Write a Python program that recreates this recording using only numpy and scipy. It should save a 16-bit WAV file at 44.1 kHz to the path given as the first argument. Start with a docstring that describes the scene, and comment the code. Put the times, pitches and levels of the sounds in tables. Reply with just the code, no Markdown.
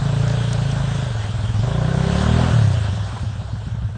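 """In the woods, a single-cylinder quad bike labours out of a mud hole, revs up once and drops to a lumpy idle.
A steady note is built from harmonics of the firing rate, phase-shifted by the pipe's resonance.
Intake gulps and exhaust puffs excite damped modes: boom and bark, strongest at idle, and the air-box growl.
Noise puffs rasp above the growl; popping firings mark the idle. Filtered noise makes clatter and churned
water hiss, a few splashes of mud, and a low shudder of frame and mud."""
import sys
import numpy as np
from scipy import signal
from scipy.io import wavfile
from scipy.ndimage import uniform_filter1d

SR = 44100
rng = np.random.default_rng(int(sys.argv[2]) if len(sys.argv) > 2 else 0)


def log_audio(samples):
    """Write samples as a 16-bit WAV file to the path given in sys.argv[1]."""
    # one column per channel
    frames = np.atleast_2d(samples).T
    # limit to full scale, then quantise
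    limited = np.clip(frames, -1, 1)
    pcm = np.round(limited * 32767).astype(np.int16)
    wavfile.write(sys.argv[1], SR, pcm)


N = 175077  # samples

# engine speed: (time [s], firing rate [1/s])
FIRING_RATE = [(0, 27.1), (.2, 28.4), (.42, 29.3), (.57, 28.1), (.72, 26.8), (.96, 27.3), (1.07, 24.5),
               (1.2, 21.0), (1.45, 19.8), (1.56, 19.6), (1.66, 25.1), (1.75, 29.6), (1.9, 30.8),
               (2.03, 32.4), (2.14, 35.4), (2.25, 38.2), (2.36, 40.4), (2.49, 41.8), (2.6, 36.6),
               (2.75, 29.3), (2.91, 22.7), (3.1, 18.8), (3.35, 16.0), (3.6, 15.0), (3.97, 14.5)]


def amp(db):
    """Decibel law: level [dB] to amplitude ratio."""
    return 10 ** (np.asarray(db) / 20)


def even(x):
    """Normalization to unit root-mean-square."""
    return x / np.sqrt(np.mean(x ** 2) + 1e-20)


def smooth_twice(x, size):
    """Low-pass smoothing by two moving averages in cascade, size in samples."""
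    return uniform_filter1d(uniform_filter1d(x, size=size), size=size)


def steady(x):
    """Envelope division: removes the slow level, so that a level curve alone sets it."""
    return x / np.sqrt(smooth_twice(x ** 2, 6000) + 1e-12)


def curve(times, values):
    """Linear interpolation of breakpoints [s] to one value per sample."""
    return np.interp(np.arange(N) / SR, times, values)


def control(column):
    """Amplitude envelope of one engine layer [dB], interpolated linearly in level."""
    # layer levels before trims: (time [s], exhaust boom [dB], growl [dB], rasp [dB], clatter and spray [dB])
    layer_levels = np.array([(0, -49, -48, -36, -41), (.15, -48, -33.5, -34, -40),
                             (.33, -44, -32, -36.5, -37.5), (.75, -40, -41, -35.5, -39),
                             (1, -31, -38, -35, -39), (1.25, -32.5, -43, -42.5, -40),
                             (1.4, -27.5, -68, -39, -42.5), (1.615, -27, -51, -42.5, -42),
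                             (1.635, -37, -32.5, -34, -41), (1.98, -49, -29.5, -30, -39.5),
                             (2.18, -37, -29, -29.5, -34.5), (2.43, -36, -29, -26, -35.5),
                             (2.515, -45, -32.5, -27.5, -35), (2.68, -46, -38, -35.5, -38.5),
                             (2.93, -19, -42, -41, -41.5), (3.12, -28, -50, -57, -42.5),
                             (3.27, -23.5, -52, -50, -45.5), (3.48, -29, -51.5, -43.5, -49.5),
                             (3.7, -27, -61, -43.5, -49.5), (3.78, -21.5, -56, -44.5, -53),
                             (3.97, -26.5, -53, -45, -54.5)])
    return curve(layer_levels[:, 0], layer_levels[:, column])


def ring(x, modes, order=1):
    """Modal superposition of damped resonators; a higher order gives steeper skirts and a softer attack."""
    out = 0
    for hz, width, db in modes:
        pole = np.exp((2j * np.pi * hz - np.pi * width) / SR)
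        y = x + 0j
        for _ in range(order):
            y = signal.lfilter([1 - abs(pole)], [1, -pole], y)
        out = out + amp(db) * y.imag
    return out


def firings():
    """Phase accumulation: the integrated rate counts cycles and clicks each gulp and puff, unevenly when slow."""
    idle_hz, uneven_db, jitter_cycles = 17, 2.5, .035  # unevenness at the idle rate
    first_turn, exhaust_lag = .52, .33  # shares of a cycle: gone at the start; exhaust after intake
    rate = curve(*np.transpose(FIRING_RATE))
    slow = np.clip(idle_hz / rate, 0, 1.2) ** 3  # 1 at the idle rate, small at speed
    wobble = even(uniform_filter1d(rng.standard_normal(N), size=1500))
    turns = first_turn + np.cumsum(rate) / SR + jitter_cycles * slow * wobble
    # one random strength per cycle, for gulp and puff apart
    chance = rng.standard_normal((200, 2))[turns.astype(int)].T
    fire = []
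    for lag in (0, exhaust_lag):
        count = np.maximum.accumulate(np.floor(turns - lag + 1))
        fire.append(np.diff(count, prepend=1) > 0)
    return turns, slow, fire * amp(uneven_db * slow * chance)


def rumble():
    """Resonant filtering of noise: the low shudder of frame and mud."""
    centre_hz, width_hz, level_db = 50, 50, -43
    return amp(level_db) * even(ring(rng.standard_normal(N), [(centre_hz, width_hz, 0)], order=2))


def hiss(turns):
    """Subtractive synthesis: clatter beating twice a cycle and fine spray drops, in patchy coloured noise."""
    # relative spectral density: (frequency [Hz], density [dB per Hz])
    hiss_spectrum = [(150, -29.5), (250, -4), (319, -23), (383, -2), (481, -12), (604, -3), (1230, -7),
                     (1530, -5.5), (2160, -17.5), (3210, -9.5), (4920, -18.5), (8630, -22.5), (9450, -33.5)]
    trim_db, beat_depth, spray_db, drops_per_s, patch_db = 5, .041, -17.5, 430, 1.9
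    drop_sizes = amp(1.3 * np.minimum(rng.exponential(1, N), 5))
    landing = rng.random(N) < drops_per_s / SR
    drops = drop_sizes * landing * rng.choice([-1, 1], N)
    clatter = (1 + beat_depth * np.cos(4 * np.pi * turns)) * rng.standard_normal(N)
    noise = clatter + amp(spray_db) * even(drops)

    hz, _, z = signal.stft(noise, SR, nperseg=512)
    patches = uniform_filter1d(rng.standard_normal(z.shape), size=8, axis=0)  # across frequency
    patches = even(uniform_filter1d(patches, size=10, axis=1))  # across time
    f, db = np.transpose(hiss_spectrum)
    colour = np.interp(np.log(hz + 1), np.log(f), db, left=-60)[:, None]
    z = z * amp(colour + patch_db * patches)
    coloured = signal.istft(z, SR, nperseg=512)[1][:N]
    return amp(control(column=4) + trim_db) * even(coloured)


def splashes():
    """Transient excitation: each wet slap is a short noise burst resonating around a pitch."""
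    # splashes of mud: (time [s], peak level [dB], pitch [Hz], 60 dB decay time of the burst [s])
    mud_slaps = [(0.278, -27, 5940, 0.015), (0.296, -23.5, 4040, 0.02), (0.53, -15, 7040, 0.0098),
                 (0.712, -28.5, 5660, 0.029), (3.16, -23.5, 940, 0.063), (3.191, -30.5, 1300, 0.026)]
    out, t = np.zeros(N), np.arange(5000) / SR
    for s, db, hz, t60 in mud_slaps:
        attack = np.minimum(t / (0.26 * t60), 1)
        burst = rng.standard_normal(len(t)) * attack * amp(-60 * t / t60)
        # a narrow resonance over a broad one at the same pitch
        sound = ring(burst, [(hz, .13 * hz, 0), (hz, 1.2 * hz, -6)])
        out[round(s * SR):][:len(t)] += amp(db) * sound / abs(sound).max()
    return out


def settling(drive):
    """Change of resonator modes: the intake rings one way deep in the hole, another once the machine settles."""
    # air-box modes, nose deep in the hole: (frequency [Hz], width [Hz], gain [dB])
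    modes_in_mud = [(444, 52, 8.5), (583, 99, 6)]
    # air-box modes after the machine settles: (frequency [Hz], width [Hz], gain [dB])
    modes_clear = [(397.7, 37, 3), (540, 42, -1), (638, 155, -7), (739, 38, -5), (1046, 127, -10)]
    settled_s = 1.4
    in_mud, clear = ring(drive, modes_in_mud, order=2), ring(drive, modes_clear, order=2)
    return np.where(np.arange(N) < settled_s * SR, in_mud, clear)


def rasp(turns, clicks):
    """Forced resonance: gulps and softer puffs ring the air box in a pitched growl; noise puffs rasp above it."""
    # resonances of the rasping noise: (frequency [Hz], width [Hz], gain [dB])
    rasp_modes = [(680, 160, 11.5), (916, 170, 5.5), (1040, 190, -6.5), (1345, 410, 4), (1507, 88, 5.5)]
    second_rap, growl_noise, gulp_in_rasp = .3, .25, .25  # amplitude shares
    decay_cycles, steady_share, trim_db = .4, .4, -2.5
    puff_envelope = steady_share + np.exp(-(turns % 1) / decay_cycles)
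    puffs = even(puff_envelope * rng.standard_normal(N))
    drive = even(clicks[0] + second_rap * clicks[1]) + growl_noise * puffs
    growl = amp(control(column=2) + trim_db) * steady(settling(drive))
    noisy = ring(puffs + gulp_in_rasp * even(clicks[0]), rasp_modes)
    return growl + amp(control(column=3) + trim_db) * steady(noisy)


def exhaust(slow, clicks):
    """Impulse excitation of pipe modes: loose exhaust boom and intake bark take over at idle, with pops."""
    # exhaust modes: (frequency [Hz], width [Hz], gain [dB])
    boom_modes = [(103.6, 21.7, 0), (63.6, 6.6, -4)]
    # intake modes: (frequency [Hz], width [Hz], gain [dB])
    bark_modes = [(155, 120, 0), (240, 50, -19)]
    # late firings that pop at idle: (time [s], peak level [dB])
    late_pops = [(3.133, -17), (3.232, -12.5), (3.302, -23), (3.532, -16), (3.668, -15.5), (3.955, -24.5)]
    # resonances of a pop: (frequency [Hz], width [Hz], gain [dB])
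    pop_modes = [(111, 81, 5.5), (208, 43, -3)]
    rough, slow_noise, bark_db = .08, .2, -10  # air noise at any speed, more when slow; bark below boom [dB]
    gulp, puff = [even(c) + (rough + slow_noise * slow) * rng.standard_normal(N) for c in clicks]
    boom = steady(ring(puff, boom_modes, order=2))
    bark = steady(ring(gulp, bark_modes, order=3))
    out = amp(control(column=1)) * (boom + amp(bark_db) * bark)
    pop = ring(np.eye(1, 4000)[0], pop_modes, order=2)  # response to a single impulse
    for s, db in late_pops:
        part = out[round(s * SR):][:4000]
        part += (amp(db) * pop / abs(pop).max())[:len(part)]
    return out


def note(turns):
    """Additive synthesis: each harmonic of the firing rate lags by the phase of the pipe's resonance."""
    # (time [s], then level [dB] of 2, 3, 4, 5 and 6 times the firing rate)
    harmonic_levels = np.array([(0, -34, -38, -26, -21, -26), (.25, -31, -38, -20.5, -21, -30),
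                                (.5, -33, -40, -21, -25, -31.5), (.75, -30, -38, -25, -22, -28.5),
                                (1.03, -33, -38, -26, -25, -31), (1.17, -37, -38, -36, -23, -40),
                                (1.34, -40, -39, -33, -25, -29), (1.5, -39, -35, -34, -24, -23),
                                (1.63, -31, -34, -34, -18.5, -27), (1.75, -29, -32, -22, -23, -31),
                                (2.04, -28, -28, -23, -23, -29), (2.21, -22, -24, -27, -24, -31),
                                (2.36, -20, -19, -23, -25, -30), (2.515, -21, -21, -27, -28, -30),
                                (2.54, -30, -15, -18, -29, -38), (2.67, -30, -15, -21.5, -27, -34),
                                (2.77, -42, -23, -19, -33, -37), (2.9, -38, -34, -20.5, -27, -33),
                                (3.15, -80, -80, -80, -80, -80)])
    # wide open the pipe rings less: (time [s], resonance [Hz], stages of ringing)
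    pipe_resonance = np.transpose([(1.03, 126, 2), (1.2, 108, 2), (1.6, 106, 2), (1.88, 118, 2),
                                   (1.93, 98, 1), (2.51, 98, 1), (2.535, 102, 2)])
    # 7 to 10 times the firing rate: one level each, relative to the sixth [dB]
    upper_levels = [-15, -14, -15.5, -21]
    first_db, waver_db, pipe_width_hz = -14, 1.2, 40  # the firing rate itself is relative to its double
    rate = curve(*np.transpose(FIRING_RATE))
    hz, stages = [curve(pipe_resonance[0], column) for column in pipe_resonance[1:]]
    middle = [curve(harmonic_levels[:, 0], db) for db in harmonic_levels[:, 1:].T]
    levels = [middle[0] + first_db] + middle + [middle[-1] + up for up in upper_levels]
    out = 0
    for k, db in enumerate(levels, 1):
        waver = waver_db * even(smooth_twice(rng.standard_normal(N), 1500))
        lag = stages * np.arctan2(k * rate * pipe_width_hz, hz ** 2 - (k * rate) ** 2)
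        # the root of two turns an effective level into a sine's peak
        out = out - np.sqrt(2) * amp(db + waver) * np.sin(2 * np.pi * k * turns - lag)
    return out


def scene():
    """Linear superposition of all sources, the engine layers sharing one firing cycle."""
    turns, slow, clicks = firings()
    background = rumble() + hiss(turns) + splashes()
    engine = rasp(turns, clicks) + exhaust(slow, clicks) + note(turns)
    return (background + engine)[None]


def record(dry):
    """Band limiting: a zero-phase bass cut, then a linear-phase low-pass."""
    low_hz, edge_hz = 28, 9250
    cut = signal.filtfilt(*signal.butter(2, low_hz, "high", fs=SR), dry)
    low_pass = signal.firwin(511, edge_hz, window=("kaiser", 9), fs=SR)
    return signal.oaconvolve(cut, low_pass[None], "same")


dry = scene()
out = record(dry)
log_audio(out)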